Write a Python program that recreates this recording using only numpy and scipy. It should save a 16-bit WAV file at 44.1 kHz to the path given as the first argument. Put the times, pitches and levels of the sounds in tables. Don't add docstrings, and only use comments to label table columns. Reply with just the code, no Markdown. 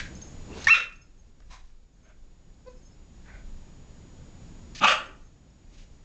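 import sys
import numpy as np
from scipy import signal
from scipy.fft import rfft, irfft, next_fast_len
from scipy.io import wavfile
from scipy.ndimage import map_coordinates

SR = 44100
rng = np.random.default_rng(int(sys.argv[2]) if len(sys.argv) > 2 else 0)


def elevation(decibels):
    levels = np.asarray(decibels, float)
    return 10 ** (levels / 20)


def transcribe(signal):
    frames = np.atleast_2d(signal).T
    limited = np.clip(frames, -1, 1)
    pcm = np.round(limited * 32767).astype(np.int16)
    wavfile.write(sys.argv[1], SR, pcm)


N = 266584
T = np.arange(N) / SR


def unit(x):
    return x / np.sqrt(np.mean(x ** 2) + 1e-20)


def along(points, hz):
    f, v = np.transpose(points)
    return np.interp(np.log(hz + 1), np.log(f + 1), v)


def curves(rows):
    s, *columns = np.transpose(rows)
    opens_at_once = (s[0] == 0) * (T < .01)
    gate = np.clip(np.minimum(T - s[0], s[-1] - T) * 500 + opens_at_once, 0, 1)
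    return [np.interp(T, s, column) for column in columns] + [gate]


def wobble(rate):
    knots = rng.standard_normal(int(N * rate / SR) + 4)
    return map_coordinates(knots, [T * rate])


def swell(s, db, rise, held, fall):
    before = np.maximum(s - T, 0)
    after = np.maximum(T - s - held, 0)
    return elevation(db - 20 * before / abs(rise) - 20 * after / abs(fall))


def filtered(x, response):
    m = next_fast_len(N + 8192)
    return irfft(rfft(x, m) * response(np.fft.rfftfreq(m, 1 / SR)), m)[:N]


def cavity(modes):
    def response(f):
        total = 0
        for k, (centre, width, db) in enumerate(modes):
            resonance = 1j * f * width / (centre * centre - f * f + 1j * f * width)
            total = total + (-1) ** k * elevation(db) * resonance
        return total
    return response


def steep(hz):
    return lambda f: (1j * f / (hz + 1j * f)) ** 4


def noise(modes):
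    return unit(filtered(rng.standard_normal(N), cavity(modes)))


# start_s, depth_db, held_s
DUCKS = [
    (.675, 15.5, 1.0),
    (1.5, 4, .3),
    (4.83, 9.5, 1.3),
]


def gain_control(dip):
    duck_s, recover_s, dip_s = 0.066, 1.97, .15
    gain_db = np.zeros(N)
    for s, depth_db, held in DUCKS:
        t = np.maximum(T - s, 0)
        back = np.exp(-np.maximum(t - held, 0) / recover_s) + dip * np.exp(-t / dip_s)
        gain_db -= depth_db * (1 - np.exp(-t / duck_s)) * back
    return gain_db


# freq_hz, density_db
HISS = [(150, -33), (300, -1), (500, -3), (800, -8), (1300, -13), (3000, -17.5), (5000, -19.5),
        (6500, -19.5), (7500, -14.5), (8500, -24.5), (9200, -33)]
# freq_hz, density_db
RUMBLE = [(40, -19), (60, 4), (120, -1.5), (170, -2), (260, -7), (400, -18.5), (600, -37.5)]
# freq_hz, density_db
HANDLING = [(8, -18), (18, 12), (40, 1.5), (60, -1), (100, -43)]
# peak_s (full level reached), level_db, held_s
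SHIFTS = [(0, -44.5, 0.074), (.68, -43.5, 0.013), (1.48, -49, .25), (2.12, -52, .03), (2.71, -45.5, .01),
          (3.18, -45.5, .44), (3.87, -49, .1), (4.46, -48.5, 0.0094), (4.73, -45, .01),
          (5.21, -44.5, 0.0077), (6.03, -48, .01)]


def background():
    hiss_db, rumble_db, whine_db, hand_db = -55, -46, -62.5, -48.5
    whine_hz, shift_rise_s, shift_fall_s = 6903.3, .15, 0.09
    gain_db = gain_control(-0.19)
    hiss, rumble, hand = [unit(filtered(rng.standard_normal(N), lambda f: elevation(along(colour, f))))
                          for colour in (HISS, RUMBLE, HANDLING)]
    whine = np.sqrt(2) * np.sin(2 * np.pi * whine_hz * T + .3 * wobble(20))
    whine = elevation(whine_db + gain_control(1.1)) * whine
    shifts = [swell(s, db, shift_rise_s, held, shift_fall_s) for s, db, held in SHIFTS]
    resting = elevation(hand_db + 0.3 * gain_db + 1.7 * wobble(3.7))
    grip = np.max(shifts + [resting], axis=0)
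    hand = grip * elevation(1.6 * wobble(30)) * hand
    rumble = elevation(rumble_db + gain_db + 0.62 * wobble(8.0)) * rumble
    hiss = elevation(hiss_db + gain_db + 0.38 * wobble(8.1)) * hiss
    return hiss + whine + rumble + hand


# peak_s (full level reached), level_db, rise_s, held_s, fall_s
AIR = [(0, -35, .01, 0.0047, 0.078), (.5, -44, .03, 0.1, 0.011), (.6, -45.5, 0.11, 0.063, 0.004),
       (.79, -49.5, .06, .005, 0.08), (1.512, -49, 0.014, 0.027, 0.083), (2.055, -64.5, .045, .055, 0.049),
       (3.262, -58, .04, 0.032, .07), (3.319, -55, 0.053, 0.044, .09), (4.75, -46, .002, .05, 0.0036),
       (5.748, -61.5, .1, 0.065, 0.11), (.527, -56, .03, .035, .06), (5.0, -54.5, .1, 0.071, 0.16)]
# freq_hz, width_hz, level_db
AIRWAYS = [
    [(1610, 260, 0), (2170, 420, -1.5), (3896, 1800, -11), (8200, 3200, -20.5)],
    [(181, 41, -0.5), (407, 76, -2.5), (907.5, 250, -13.5)],
    [(1220, 3700, -2.5), (2780, 180, 5.5), (3660, 1100, -9.5), (6600, 900, -19.5)],
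    [(450, 120, -3.5), (620, 150, -3.5)],
    [(701, 160, -2.5), (1035, 78, 7.5), (2090, 1250, -5), (3970, 300, -1.5), (5480, 3000, -10)],
    [(630, 85, 1.5), (1470, 160, 2), (2320, 230, -4), (3100, 800, -13)],
    [(1004, 490, -8), (1654, 180, 3), (1910, 340, -0.5)],
    [(620, 230, -2.5), (1510, 68, 4.5), (2120, 350, -2.5), (2450, 100, -4)],
    [(1730, 750, -7), (2704, 740, -2), (3880, 1300, -1.5), (5130, 2500, -3.5), (7570, 1300, -8.5)],
    [(2350, 1100, -1.5), (3716, 2100, 1.5), (5460, 5200, -2), (7440, 890, -1.5)],
    [(2700, 90, -1)],
    [(290, 130, 0)],
]


def breaths():
    out = np.zeros(N)
    for puff, airway in zip(AIR, AIRWAYS):
        flutter = elevation(3.7 * np.tanh(wobble(60)))
        out += swell(*puff) * flutter * noise(airway)
    return out


# start_s, peak_db, low_mode_db (relative to the peak)
TAG = [(0.0344, -54, -12), (0.1501, -43, -22), (0.2164, -37, -21), (0.2648, -47.5, -26), (0.3194, -60, -10),
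       (0.601, -38, -26.5), (0.9572, -60, -16), (1.0144, -57, -10), (1.1757, -58, -18), (1.923, -77, -13),
       (1.9543, -82, -14), (2.0303, -60, -18), (2.0794, -68, -17), (2.6983, -57, -14.5),
       (2.7621, -63.5, -11.5), (2.828, -54, -17), (2.849, -52.5, -7), (5.0608, -58, -15),
       (5.1223, -59, -21), (5.216, -65, -15), (5.2495, -66.5, -19)]
# freq_hz, flicker_width_hz, t60_s
TAG_MODES = [(6420, 80, .11), (5225, 45, .22)]


def tag():
    strikes, t = np.zeros((2, N + SR)), np.arange(SR // 4) / SR
    decay = np.array([elevation(-60 * t / t60) for _, _, t60 in TAG_MODES])
    decay = decay * (1 - np.exp(-t / .003))
    for s, db, low_db in TAG:
        start = round(s * SR)
        strikes[:, start:start + len(t)] += elevation([[db], [db + low_db]]) * decay
    ring = []
    for hz, width, _ in TAG_MODES:
        flicker = elevation(5.9 * wobble(1.5 * width))
        ring.append(unit(flicker * np.sin(2 * np.pi * hz * T + 2.0 * wobble(width))))
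    return elevation(-2.0) * np.sum(strikes[:, :N] * ring, axis=0)


# start_s,
# peak_db, colour_hz, width_hz, t60_s
TICKS = [(.216, -36, 4600, 3000, .015), (.6435, -29, 4300, 900, .05), (.6435, -36, 2000, 600, .05),
         (.6435, -33, 6300, 1500, .05), (1.403, -51, 1500, 5000, .012), (1.42, -58, 1600, 600, .08),
         (1.70, -62, 1600, 1200, .08), (1.80, -64, 1500, 4000, .015), (2.542, -60, 4200, 1500, .03),
         (2.668, -53, 4300, 600, .12), (2.895, -62, 2800, 900, .04), (5.058, -51, 5200, 3000, .04),
         (5.504, -62, 5480, 150, .05), (.896, -54, 5800, 2500, .06), (.925, -54, 5500, 2500, .1),
         (.957, -56, 5000, 3000, .05), (.208, -54, 4500, 600, .15), (.67, -18, 1900, 1500, .07),
         (1.403, -46, 250, 400, .03)]


def ticks():
    out = np.zeros(N)
    for s, db, hz, width, t60 in TICKS:
        crack = (T >= s) * elevation(db - 7.5 - 60 * np.abs(T - s) / t60)
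        out += crack * noise([(hz, width, 0)])
    return out


# time_s, pitch_hz
YELP_PITCH = [
    (.669, 900),
    (.679, 915),
    (.682, 1130),
    (.691, 1080),
    (.703, 1310),
    (.714, 1351),
    (.733, 1345),
    (.746, 1235),
    (.87, 1235),
]
# multiple (of the pitch), level_db (relative to the second partial)
YELP_UPPER = [(3, -22), (4, -31), (5, -35)]
# freq_hz, width_hz, level_db
YELP_MOUTH = [(1374, 130, 3.5), (1900, 450, -4.5), (2310, 400, -1), (3800, 440, -8.5), (5030, 300, -18.5),
              (6490, 2600, -25.5)]
# peak_s (full level reached), level_db, held_s
SOBS = [
    (.672, -14, .003),
    (.686, -13, 0),
    (.697, -16, .001),
    (.706, -14, .029),
    (.743, -19, 0),
    (.751, -21, 0),
]
# peak_s (full level reached), level_db, rise_s, held_s, fall_s
LOOSE = [
    (.69, -30, .035, .026, .017),
    (.735, -30, .009, .004, .02),
]
# peak_s (rasp at full level), held_s, fall_s, rasp_db, squeal_db
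LEAKS = [
    (.672, .026, .014, -30.5, -34.5),
    (.74, .024, 0.089, -27, -53.5),
]


def yelp():
    sob_rise_s, sob_fall_s, fade_s = .006, .008, .036
    leak_rise_s, late_s = .008, .01
    pitch, gate = curves(YELP_PITCH)
    falls = [sob_fall_s] * (len(SOBS) - 1) + [fade_s]
    sobs = [swell(s, db, sob_rise_s, held, fall) for (s, db, held), fall in zip(SOBS, falls)]
    phase = 2 * np.pi * np.cumsum(pitch * (1 + 0.0037 * wobble(300))) / SR
    tone = np.sin(2 * phase)
    for k, db in YELP_UPPER:
        tone = tone + elevation(db + 1.7 * wobble(130)) * np.sin(k * phase)
    loose = sum(swell(*row) for row in LOOSE) * np.sin(phase)
    tone = np.max(sobs, axis=0) * tone + loose
    rasp, squeal = np.zeros(N), np.zeros(N)
    for s, held, fall, rasp_db, squeal_db in LEAKS:
        rasp += swell(s, rasp_db, leak_rise_s, held, fall)
        squeal += swell(s + late_s, squeal_db, leak_rise_s, held - late_s, fall)
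    rasp = rasp * elevation(2.2 * wobble(200)) * unit(filtered(noise(YELP_MOUTH), steep(610)))
    squeal = squeal * noise([(5640, 210, 0)])
    return gate * (np.sqrt(2) * tone + rasp + squeal)


# time_s, pitch_hz, level_db
WHIMPER = [
    (2.658, 493, -70),
    (2.664, 489, -49.5),
    (2.685, 518, -43),
    (2.694, 497, -53.5),
    (2.71, 509, -50),
    (2.74, 510, -80),
]
# multiple, level_db
WHIMPER_PARTS = [(1, 0), (2, -12), (3, -24), (4, -26), (5, -24)]


def whimper():
    pitch, db, gate = curves(WHIMPER)
    phase = 2 * np.pi * np.cumsum(pitch * (1 + 0.0135 * wobble(150))) / SR
    tone = sum(elevation(d + 2 * wobble(60)) * np.sin(k * phase) for k, d in WHIMPER_PARTS)
    return gate * np.sqrt(2) * elevation(db) * tone


# time_s, effort_db
BARK = [
    (4.803, -48),
    (4.815, -32.5),
    (4.848, -17.5),
    (4.865, -27),
    (4.88, -24.5),
    (4.9, -26.5),
    (4.922, -26),
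    (4.938, -37),
    (4.97, -71),
]
# freq_hz, width_hz, level_db
SHUT = [(624, 210, -10.5), (847, 68, 0), (1182, 73, 3), (1820, 700, -10), (2610, 220, -10.5)]
# freq_hz, width_hz, level_db
OPEN = [(585, 70, -2), (880, 200, -18), (1230, 160, -2), (1440, 180, 0), (1930, 550, -6), (2300, 260, -3),
        (2720, 520, -1)]
# freq_hz, width_hz, level_db
TEETH = [(3740, 510, 1), (4210, 710, -6), (4900, 790, -12), (6100, 930, -12.5), (7500, 520, -18)]


def bark():
    start_hz, end_hz, sag_s = 420.9, 266.2, .03
    jaw_after_s, jaw_swing_s, jaw_shut, jaw_open = .066, .004, 0.11, 0.99
    start_s, onset_s = BARK[0][0], BARK[1][0]
    db, gate = curves(BARK)
    rate = end_hz + (start_hz - end_hz) * np.exp(-np.maximum(T - onset_s, 0) / sag_s)
    cycles = np.cumsum(rate * (1 + .12 * wobble(200))) / SR
    slaps = np.diff(np.floor(cycles), prepend=0) * elevation(2 * wobble(300))
    puffs = rng.standard_normal(N) * np.exp(-1.2 * (cycles % 1))
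    folds = 0.52 * unit(slaps * gate) + 0.8 * unit(puffs * gate)
    folds = elevation(db) * gate * folds * np.sqrt(np.mean(gate))
    swing = (1 + np.tanh((T - start_s - jaw_after_s) / jaw_swing_s)) / 2
    opening = np.clip(jaw_shut + (jaw_open - jaw_shut) * swing, 0, 1)
    throat = filtered(folds * np.sqrt(1 - opening), cavity(SHUT))
    throat = throat + filtered(folds * np.sqrt(opening), cavity(OPEN))
    bright = filtered(folds * elevation(.5 * (db + 15) - 10), cavity(TEETH))
    chest = swell(onset_s, -36, .011, 0.038, 0.036) * noise([(211, 47, 0), (324, 120, -14)])
    return elevation(19.0) * filtered(throat - bright, steep(200)) + chest


# freq_hz, t60_s
ROOM = [(150, 0.27), (600, 0.38), (1500, 0.37), (3000, 0.3), (6000, 0.24), (9000, 0.38)]


def room(x):
    hall_db, hall_longer = -22, 1.7
    hz, t, z = signal.stft(rng.standard_normal((2, SR // 2)), SR, nperseg=256)
    fade_db = -60 * t / along(ROOM, hz)[:, None]
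    fade = elevation(fade_db) + elevation(hall_db + fade_db / hall_longer)
    build = np.minimum(t / 0.015, 1)
    tails = signal.istft(z * fade * build, SR, nperseg=256)[1]
    turn = 2 * np.pi * 6 * T
    parts = np.pad(x * [np.cos(turn), np.sin(turn)], ((0, 0), (250, 0)))
    wet = signal.fftconvolve(parts, tails / np.linalg.norm(tails[0]), axes=1)
    return wet.sum(axis=0)[:N]


def scene():
    shrill, hoarse = yelp(), bark()
    small = whimper() + tag() + ticks() + breaths()
    wet = elevation(-9.5) * room(shrill) + elevation(-5.5) * room(hoarse) + elevation(-10.5) * room(small)
    return (shrill + hoarse + small + wet + background())[None]


def low_pass(x):
    return signal.sosfilt(signal.butter(12, 8990, fs=SR, output="sos"), x)


# freq_hz, level_db
EDGE = [(6500, 1), (7800, -6), (8600, -16), (9000, -29.5), (9150, -70)]


def record(dry):
    x = dry[0] / (1 + np.abs(dry[0] / .65) ** 4) ** (1 / 4)
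    x = filtered(x, lambda f: elevation(along(EDGE, f)))[None]
    return low_pass(x)


dry = scene()
out = record(dry)
transcribe(out)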